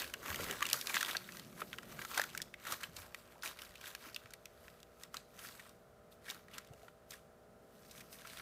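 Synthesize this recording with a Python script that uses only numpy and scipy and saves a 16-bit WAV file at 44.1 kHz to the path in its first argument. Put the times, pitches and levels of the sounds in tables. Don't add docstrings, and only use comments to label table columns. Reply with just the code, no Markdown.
import sys
import numpy as np
from scipy import signal
from scipy.fft import rfft, irfft
from scipy.io import wavfile
from scipy.ndimage import uniform_filter1d

SR = 44100
rng = np.random.default_rng(int(sys.argv[2]) if len(sys.argv) > 2 else 0)


def file_out(sig):
    cols = np.atleast_2d(sig).T
    lim = np.clip(cols, -1, 1)
    pcm = np.round(lim * 32767).astype(np.int16)
    wavfile.write(sys.argv[1], SR, pcm)


N = 370881


# peak t/s, rise/s, fall/s, relative level/dB, fizz re body/dB
PAW_STROKES = [(0, .005, 0.059, -43, -1), (.29, 0.054, 0.093, -46, -0.5), (.41, 0.03, 0.17, -48, -0.5),
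               (.508, 0.097, .084, -47, -5.5), (.647, 0.05, 0.057, -44, -6), (.738, 0.016, 0.083, -46, 3.5),
               (.898, 0.028, 0.042, -44.5, 0), (.954, 0.033, 0.072, -41, -1.5),
               (1.1, 0.059, 0.063, -44.5, -2.5), (1.364, 0.26, 0.15, -58.5, 0.5),
               (1.607, 0.026, 0.016, -49.5, -1), (1.732, 0.13, 0.084, -62.5, 3.5),
               (1.91, 0.06, .135, -57.5, -2), (2.021, .048, 0.036, -52, 0), (2.12, 0.035, 0.024, -49.5, 2),
               (2.18, 0.041, 0.053, -41.5, -4), (2.36, 0.13, 0.082, -59.5, 1),
               (2.675, 0.039, .046, -47.5, -5), (2.722, 0.033, 0.03, -44, 0),
               (2.833, 0.037, 0.04, -53, -1.5), (2.987, 0.029, 0.063, -52, -2.5),
               (3.18, 0.044, 0.13, -63, -2), (3.32, .03, 0.06, -65.5, -2), (3.454, 0.011, 0.037, -41, -2.5),
               (3.608, 0.039, 0.12, -57, -2.5), (3.876, 0.045, 0.037, -50, -1.5),
               (4.069, 0.073, 0.039, -55.5, -1), (4.168, 0.054, 0.19, -65.5, -1),
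               (4.649, 0.15, 0.19, -67.5, 0), (5.037, .045, 0.025, -62.5, 1.5),
               (5.155, 0.015, 0.037, -55, -1), (5.449, 0.059, 0.11, -54.5, 1.5),
               (5.666, .06, 0.034, -63, -4), (6.121, 0.0073, 0.028, -69.5, 6),
               (6.297, 0.026, 0.054, -50, -3), (6.544, 0.021, 0.058, -53.5, -7),
               (6.849, 0.12, 0.046, -68.5, 0), (7.112, .012, 0.044, -57.5, 3), (7.792, 0.11, 0.071, -75, 5),
               (7.981, 0.1, 0.046, -61.5, 3), (8.128, 0.015, 0.049, -62, 6.5),
               (8.275, 0.04, .19, -60.5, 0.5), (8.393, 0.21, .143, -55.5, -3)]
def rustle():
    body_gain, fizz_gain = two_swells(PAW_STROKES)
    grains = flex(crinkle(per_s=3800, spread_db=3.5, q=1.24, hiss=0.64), depth_db=1.5)
    body = unit_rms(band(grains, 200, 4000, order=3))
    fizz = unit_rms(band(grains, 3810, 21000, order=3))
    return body_gain * (amp(-0.9) * bass_loss(body) + crackles()) + amp(-1.28) * fizz_gain * fizz

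# f/Hz, relative level/dB
PAPER_SPECTRUM = [(100, -24), (300, -1.5), (800, -6.5), (1250, 0), (1800, -2), (2300, -5), (3200, -7),
                  (5000, -9.5), (8300, -10.5), (11200, -11.5), (13900, -7.5), (15500, -14.5)]
def crinkle(per_s, spread_db, q, hiss, count=24):
    out, pitches = np.zeros(N), np.geomspace(950, 15000, count)
    for hz, share in zip(pitches, pitches / pitches.sum()):
        onsets = rng.integers(0, N, max(int(share * per_s * N / SR), 1))
        strength = amp(spread_db * np.minimum(rng.exponential(1, len(onsets)), 3))
        impulses = np.zeros(N)
        impulses[onsets] = strength * rng.choice([-1, 1], len(onsets))
        grain = unit_rms(facet(facet(slips(0.00049, grit=1.4), hz, q), hz, q))
        out += signal.oaconvolve(impulses, grain)[:N]
    excitation = unit_rms(out) + hiss * rng.standard_normal(N)
    return signal.oaconvolve(excitation, colour(PAPER_SPECTRUM))[:N]

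def flex(x, depth_db):
    spectra = signal.stft(x, SR, nperseg=512)[2]
    drift = uniform_filter1d(rng.standard_normal(spectra.shape), size=16, axis=0)
    drift = unit_rms(uniform_filter1d(drift, size=14, axis=1))
    return signal.istft(spectra * amp(depth_db * drift), SR, nperseg=512)[1][:N]

def bass_loss(x, raised_db=-4, below_hz=480):
    lows = signal.sosfiltfilt(signal.butter(2, below_hz, fs=SR, output="sos"), x)
    return x + (amp(raised_db * lift()) - 1) * lows

# t/s, share of the way/1
MICROPHONE_PATH = [(0, 0.02), (1.95, 0), (2.5, 0.47), (4.2, 0.86), (8.41, 1)]
def lift():
    return np.clip(np.interp(np.arange(N) / SR, *np.transpose(MICROPHONE_PATH)), 0, 1)


# t/s, facet f/Hz, relative ring level/dB, relative crack level/dB, slip time scale/s
BIG_CREASES = [(0.138, 2870, -39.5, -42.5, 0.0021), (0.1414, 1530, -43, -65, 0.0022),
               (0.344, 1870, -40, -44, 0.0022), (.3588, 2910, -46, -41.5, .0017),
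               (0.39, 1090, -43, -54, 0.0056), (.405, 2070, -42, -49, 0.0039),
               (.511, 2980, -45, -39, 0.0006), (0.607, 1190, -42, -49, .0011),
               (0.62, 1160, -31.5, -52, 0.0042), (.6258, 1840, -30.5, -37, 0.0019),
               (0.654, 2850, -35.5, -44, 0.00091), (0.665, 2220, -45, -41, .0019),
               (.689, 2600, -42, -43, .0011), (.699, 4230, -45, -39.5, 0.0024),
               (.711, 2430, -40, -53, .0036), (.731, 4010, -29.5, -26, 0.00073),
               (0.742, 1309, -37, -43.5, .0029), (0.8123, 2500, -45, -39, 0.0019),
               (.871, 4460, -38.5, -38, 0.00098), (0.895, 2360, -37.5, -45, 0.0038),
               (0.943, 1900, -32.5, -38, 0.0015), (0.957, 1810, -38, -37, 0.0023),
               (0.968, 1790, -28.5, -53, 0.0013), (0.978, 3970, -40, -48, .002),
               (1.008, 1750, -38, -40, 0.0014), (1.011, 1850, -39, -38.5, 0.0027),
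               (1.0284, 1520, -32.5, -36, 0.0015), (1.048, 3560, -38.5, -48, 0.00098),
               (1.083, 1870, -42, -43, 0.0044), (1.11, 3500, -39, -46, .0036),
               (1.149, 1550, -35, -55, 0.0054), (1.168, 4600, -35, -40.5, 0.0013),
               (1.289, 1770, -45, -67, 0.0025), (1.321, 2580, -59, -52.5, .0019),
               (1.3696, 1610, -52, -49.5, .0021), (1.3962, 4350, -51, -51.5, 0.0015),
               (1.618, 1270, -35.5, -72, 0.0027), (1.73, 2650, -42, -54, 0.0011),
               (1.738, 1450, -46, -69, 0.0032), (1.7846, 1600, -42.5, -51.5, 0.0016),
               (1.8302, 1380, -52.5, -57, .0033), (1.991, 1380, -43, -54, 0.0019),
               (2.0154, 1770, -43.5, -59, 0.0028), (2.0495, 1340, -42, -45.5, 0.0023),
               (2.1764, 1520, -31.5, -34, 0.0019), (2.1973, 1750, -29, -41, 0.00066),
               (2.216, 1770, -35, -39, 0.0014), (2.238, 1490, -41, -43, 0.002),
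               (2.3494, 1560, -41.5, -49.5, 0.0019), (2.376, 2200, -42, -39, 0.0014),
               (2.4016, 1750, -44.5, -62, 0.0017), (2.4178, 4550, -46, -39.5, 0.0017),
               (2.4236, 3150, -56, -48, 0.0021), (2.54, 2120, -44.5, -58, 0.0019),
               (2.668, 1320, -41, -47, 0.0041), (2.722, 1250, -36, -36.5, 0.0034),
               (2.8326, 1610, -40.5, -44, 0.0032), (2.8373, 2980, -40.5, -68, 0.0016),
               (2.965, 4740, -56, -44, 0.004), (3.1455, 2020, -42, -48.5, 0.0017),
               (3.4232, 5050, -50.5, -57, 0.0018), (3.433, 1500, -40.5, -45, 0.0058),
               (3.589, 2090, -49.5, -53.5, .003), (3.619, 2970, -49, -49.5, 0.0015),
               (3.755, 2500, -51, -56.5, 0.0033), (3.8114, 2540, -53, -54, 0.0023),
               (3.84, 1610, -47.5, -59, .0026), (3.95, 1660, -45.5, -44.5, 0.0015),
               (4.1454, 5230, -46.5, -51.5, 0.0019), (4.162, 2690, -39.5, -46, 0.0018),
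               (4.258, 1250, -53, -66, 0.0017), (4.306, 1480, -60, -56.5, 0.003),
               (4.336, 2270, -52, -48.5, 0.0023), (4.456, 2470, -51, -49, 0.0012),
               (4.681, 1790, -52.5, -63, 0.0017), (4.802, 3500, -74, -61.5, 0.0022),
               (4.83, 3500, -59.5, -56.5, 0.0012), (5.0353, 1910, -55, -46.5, 0.00093),
               (5.1423, 1280, -43, -45.5, 0.0026), (5.1687, 4300, -44, -45, 0.0014),
               (5.39, 3210, -54, -53.5, 0.0025), (5.449, 1680, -49.5, -55, 0.0033),
               (5.595, 1800, -49, -56, 0.0049), (5.693, 1340, -74, -58, 0.0025),
               (6.282, 1810, -45.5, -61, 0.0034), (6.3006, 3760, -41, -45, 0.0013),
               (6.3074, 2610, -56, -44, .0031), (6.483, 1880, -57.5, -65, .0018),
               (6.536, 2800, -52, -56, 0.0067), (6.5815, 1450, -45, -44.5, 0.0029),
               (6.673, 2800, -65, -65, .0017), (6.735, 3060, -64, -61.5, 0.0018),
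               (6.882, 1310, -52.5, -69, 0.0027), (7.107, 3700, -64, -47, 0.0027),
               (7.134, 1790, -50, -53, 0.0052), (7.911, 5000, -58, -52.5, 0.004),
               (8.006, 2060, -52, -53.5, 0.0059), (8.128, 2750, -68.5, -54, 0.0015),
               (8.249, 1410, -49, -68, .0027), (8.271, 2330, -56, -52, 0.0028),
               (8.397, 1640, -47, -64, 0.0027)]
def snaps():
    out = np.zeros(N)
    for onset, *crease in BIG_CREASES:
        add(out, onset, buckle(*crease))
    return amp(0.1) * out

def crackles(per_s=26, ring_db=1.5, crack_db=-1, spread_db=4, count=48, trials=600):
    out, pitches = np.zeros(N), np.geomspace(1150, 4000, count)
    scatter_db = spread_db * rng.uniform(-1, 1, (count, 2))
    creases = [buckle(hz, ring_db + ring, crack_db + crack, slip_s=.0014)
               for hz, (ring, crack) in zip(pitches, scatter_db)]
    for when, chance, which in rng.random((trials, 3)):
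        if chance < per_s * N / SR / trials:
            add(out, when * N / SR, creases[int(which * count)])
    return out

# f/Hz, relative level/dB
CRACK_SPECTRUM = [(1000, -39.5), (2800, -2.5), (4200, -0.5), (6000, 0), (8300, -3), (11200, -7.5),
                  (13800, -5.5), (15500, -11.5)]
def buckle(hz, ring_db, crack_db, slip_s, span_s=.005):
    struck = facet(slips(slip_s * 0.89, grit=2.06), hz, q=1.9)
    ring = facet(struck, hz, q=9.5) + 0.604 * struck
    ring = band(ring, 900, 4200)
    crack = signal.fftconvolve(slips(slip_s * 0.77, grit=5.5), colour(CRACK_SPECTRUM))[:len(ring)]
    both = amp(ring_db) * ring / np.linalg.norm(ring) + amp(crack_db) * crack / np.linalg.norm(crack)
    return rng.choice([-1, 1]) * np.sqrt(span_s * SR) * both

def slips(slip_s, grit, size=700):
    age = np.arange(size) / SR / max(slip_s, 1e-4)
    fibres = rng.standard_normal(size) * np.sqrt(age) * np.exp(-age)
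    return (age == 0) + grit * fibres / np.linalg.norm(fibres)

def facet(x, hz, q):
    b, a = signal.iirpeak(min(hz, .4 * SR), max(q, 1), fs=SR)
    return signal.lfilter(b, a, x)


# t/s, initial level/dB, f/Hz, decay/s
PAW_PATS = [(0.396, -43, 423, 0.017), (.735, -48, 520.4, 0.0189), (1.152, -48.5, 640, 0.019),
            (1.618, -46, 507, 0.011), (2.176, -36, 780, 0.0046), (2.195, -29.5, 670, 0.0023),
            (2.722, -49, 580, 0.0095), (3.04, -62, 770, 0.055), (3.355, -62, 764, 0.053),
            (4.062, -56, 300, 0.02), (6.715, -57.5, 590, 0.035), (6.83, -58, 563, 0.031)]
def pats():
    out, t = np.zeros(N), np.arange(SR // 4) / SR
    for onset, db, hz, decay in PAW_PATS:
        fade = np.exp(-t / decay)
        puff = band(rng.standard_normal(len(t)), hz / 1.4, hz * 1.32, order=3) * fade
        add(out, onset, amp(db) * np.linalg.norm(fade) * puff / np.linalg.norm(puff))
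    return out


# peak t/s, rise/s, fall/s, relative level/dB
SHEET_DRAGS = [(0, .05, 0.28, -60.5), (.39, 0.17, .15, -56.5), (.51, 0.045, 0.031, -47.5),
               (1, 0.59, 0.38, -67), (1.98, 0.44, 0.09, -61.5), (2.42, 0.14, 0.077, -64)]
# f/Hz, relative level/dB
FRICTION_SPECTRUM = [(100, -8), (230, -6), (400, 4.5), (520, 1), (750, -1), (1100, -17.5), (3000, -50),
                     (15000, -64.5)]
def drags():
    friction = signal.oaconvolve(rng.standard_normal(N), colour(FRICTION_SPECTRUM))[:N]
    return amp(1.5) * swells(SHEET_DRAGS) * unit_rms(friction)


# t/s, envelope peak level/dB, f/Hz, decay/s
LANDINGS = [(0.299, -45, 86.5, 0.0089), (.395, -49, 93, 0.014), (.733, -52, 133, 0.0099),
            (0.947, -52.5, 188, 0.0054), (2.724, -55, 111, 0.005), (2.884, -55, 162, 0.0083),
            (2.974, -58, 88, 0.013), (3.828, -65, 92, 0.011), (4.108, -64, 119, 0.01),
            (4.245, -56, 113, 0.0052), (6.707, -48, 125, 0.0043)]
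def thumps():
    out, t = np.zeros(N), np.arange(SR // 4) / SR
    for onset, db, hz, decay in LANDINGS:
        envelope = amp(db) * t / decay * np.exp(1 - t / decay)
        add(out, onset, envelope * np.sin(2 * np.pi * hz * t))
    return out


# peak t/s, rise/s, fall/s, relative level/dB, offset for the deep band/dB
WEIGHT_SHIFTS = [(0, .05, 0.23, -63, 1.5), (.38, 0.15, 0.23, -54.5, -2.5), (1.44, 0.35, 0.5, -56.5, -24),
                 (1.99, 0.092, 0.026, -51.5, -16), (2.42, 0.25, 0.1, -60.5, -9),
                 (2.73, 0.18, 0.14, -62.5, -4), (3, 0.091, 0.045, -70, 11.5), (3.69, 0.089, .1, -75, 9),
                 (4.09, .06, 0.088, -79, -6), (4.6, 0.062, 0.18, -66.5, 1), (5.17, .08, 0.073, -65.5, -4),
                 (5.46, 0.14, .4, -68, -4), (6.6, 0.63, 0.11, -66, -13), (6.72, .02, 0.11, -73, 12),
                 (7.18, .1, .5, -70.5, -8), (8.1, 0.88, 0.26, -64.5, -18), (8.41, .1, .1, -62, 2)]
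def rumble():
    upper_gain, deep_gain = two_swells(WEIGHT_SHIFTS)
    upper_rest, deep_rest = amp(-79), amp(-83)
    upper = unit_rms(band(rng.standard_normal(N), 126, 243)) * np.hypot(upper_gain, upper_rest)
    deep = unit_rms(band(rng.standard_normal(N), 45, 98.95)) * np.hypot(deep_gain, deep_rest)
    return amp(-1.5) * upper + amp(-3) * deep


# f/Hz, T60/s
ROOM_DECAY = [(200, 0.14), (1500, 0.2), (5000, 0.53), (15000, 0.14)]
def room(x, early_db, early_s, tail_db):
    size = SR // 2
    hz, frame_s, spectra = signal.stft(rng.standard_normal(size), SR, nperseg=256)
    decay = amp(-60 * frame_s / value_at(ROOM_DECAY, hz)[:, None])
    t = np.arange(size) / SR
    tail = signal.istft(spectra * decay, SR, nperseg=256)[1][:size] * (t > .006)
    echoes = rng.standard_normal(size) * (rng.random(size) < 2000 / SR)
    early = echoes * np.exp(-t / early_s) * (t > .002)
    early = band(early / np.linalg.norm(early), 199.8, 4800, order=1)
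    response = amp(early_db) * early + amp(tail_db) * tail / np.linalg.norm(tail)
    return x + signal.oaconvolve(x, response)[:N]


# harmonic number, level/dB with the microphone low, level/dB with it raised
MAINS_HARMONICS = [(1, -77.5, -80.5), (2, -77, -84), (3, -75.5, -84), (4, -70.5, -80), (6, -69.5, -80),
                   (7, -86.5, -74), (8, -78.5, -73), (9, -75.5, -79), (10, -72, -72), (11, -83, -72),
                   (13, -82.5, -77.5), (15, -87.5, -85.5), (17, -87.5, -82)]
def appliance(mains_hz=59.98):
    t, knots = np.arange(N) / SR, np.arange(0, N / SR + 1, .3)
    hum, height = np.zeros(N), lift()
    for harmonic, low_db, raised_db in MAINS_HARMONICS:
        waver_db = 0.69 * np.interp(t, knots, rng.standard_normal(len(knots)))
        tone = np.sqrt(2) * np.sin(2 * np.pi * (harmonic * mains_hz * t + rng.random()))
        hum += amp(low_db + height * (raised_db - low_db) + waver_db) * tone
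    return hum


# f/Hz, relative level/dB
AIR_SPECTRUM = [(20, -21.5), (50, 4.5), (180, 2.5), (310, -3), (430, 1), (720, 0.5), (860, -8),
                (1020, -11.5), (1270, 1), (1600, -7), (2300, -15), (4500, -19.5), (10000, -22),
                (15500, -23.5)]
def air(level_db=-66.5):
    gain = amp(value_at(AIR_SPECTRUM, np.fft.rfftfreq(N, 1 / SR)))
    return amp(level_db) * unit_rms(irfft(rfft(rng.standard_normal(N)) * gain, N))


def swells(rows):
    grid = np.arange(0, N, 64)
    power = np.zeros(len(grid))
    for peak, rise, fall, db in rows:
        t = grid / SR - peak
        power += amp(db) ** 2 * np.exp(-2 * np.maximum(-t / max(rise, 1e-3), t / max(fall, 1e-3)))
    return np.sqrt(np.interp(np.arange(N), grid, power))

def two_swells(rows):
    return swells(row[:4] for row in rows), swells((*row[:3], row[3] + row[4]) for row in rows)

def colour(points, size=1024):
    log_gain = np.log(amp(value_at(points, abs(np.fft.fftfreq(size, 1 / SR)))))
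    return np.fft.ifft(np.exp(np.conj(signal.hilbert(log_gain)))).real

def band(x, lo_hz, hi_hz, order=2):
    sections = signal.butter(order, [lo_hz, min(hi_hz, .49 * SR)], "band", fs=SR, output="sos")
    return signal.sosfilt(sections, x)

def value_at(points, hz):
    f, value = np.transpose(points)
    return np.interp(np.log(hz + 1), np.log(f + 1), value)

def add(mix, onset_s, sound):
    part = mix[max(round(onset_s * SR), 0):][:len(sound)]
    part += sound[:len(part)]

def amp(db):
    return 10 ** (np.asarray(db) / 20)

def unit_rms(x):
    return x / np.sqrt(np.mean(x ** 2) + 1e-20)


def scene():
    paper = room(snaps() + rustle() + pats(), early_db=-12.5, early_s=0.01, tail_db=-22)
    return (paper + drags() + thumps() + rumble() + appliance() + air())[None]

def record(dry):
    lowpass = signal.firwin(401, cutoff=15600, window=("kaiser", 8), fs=SR)
    return signal.oaconvolve(dry, lowpass[None], "same")


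dry = scene()
out = record(dry)
file_out(out)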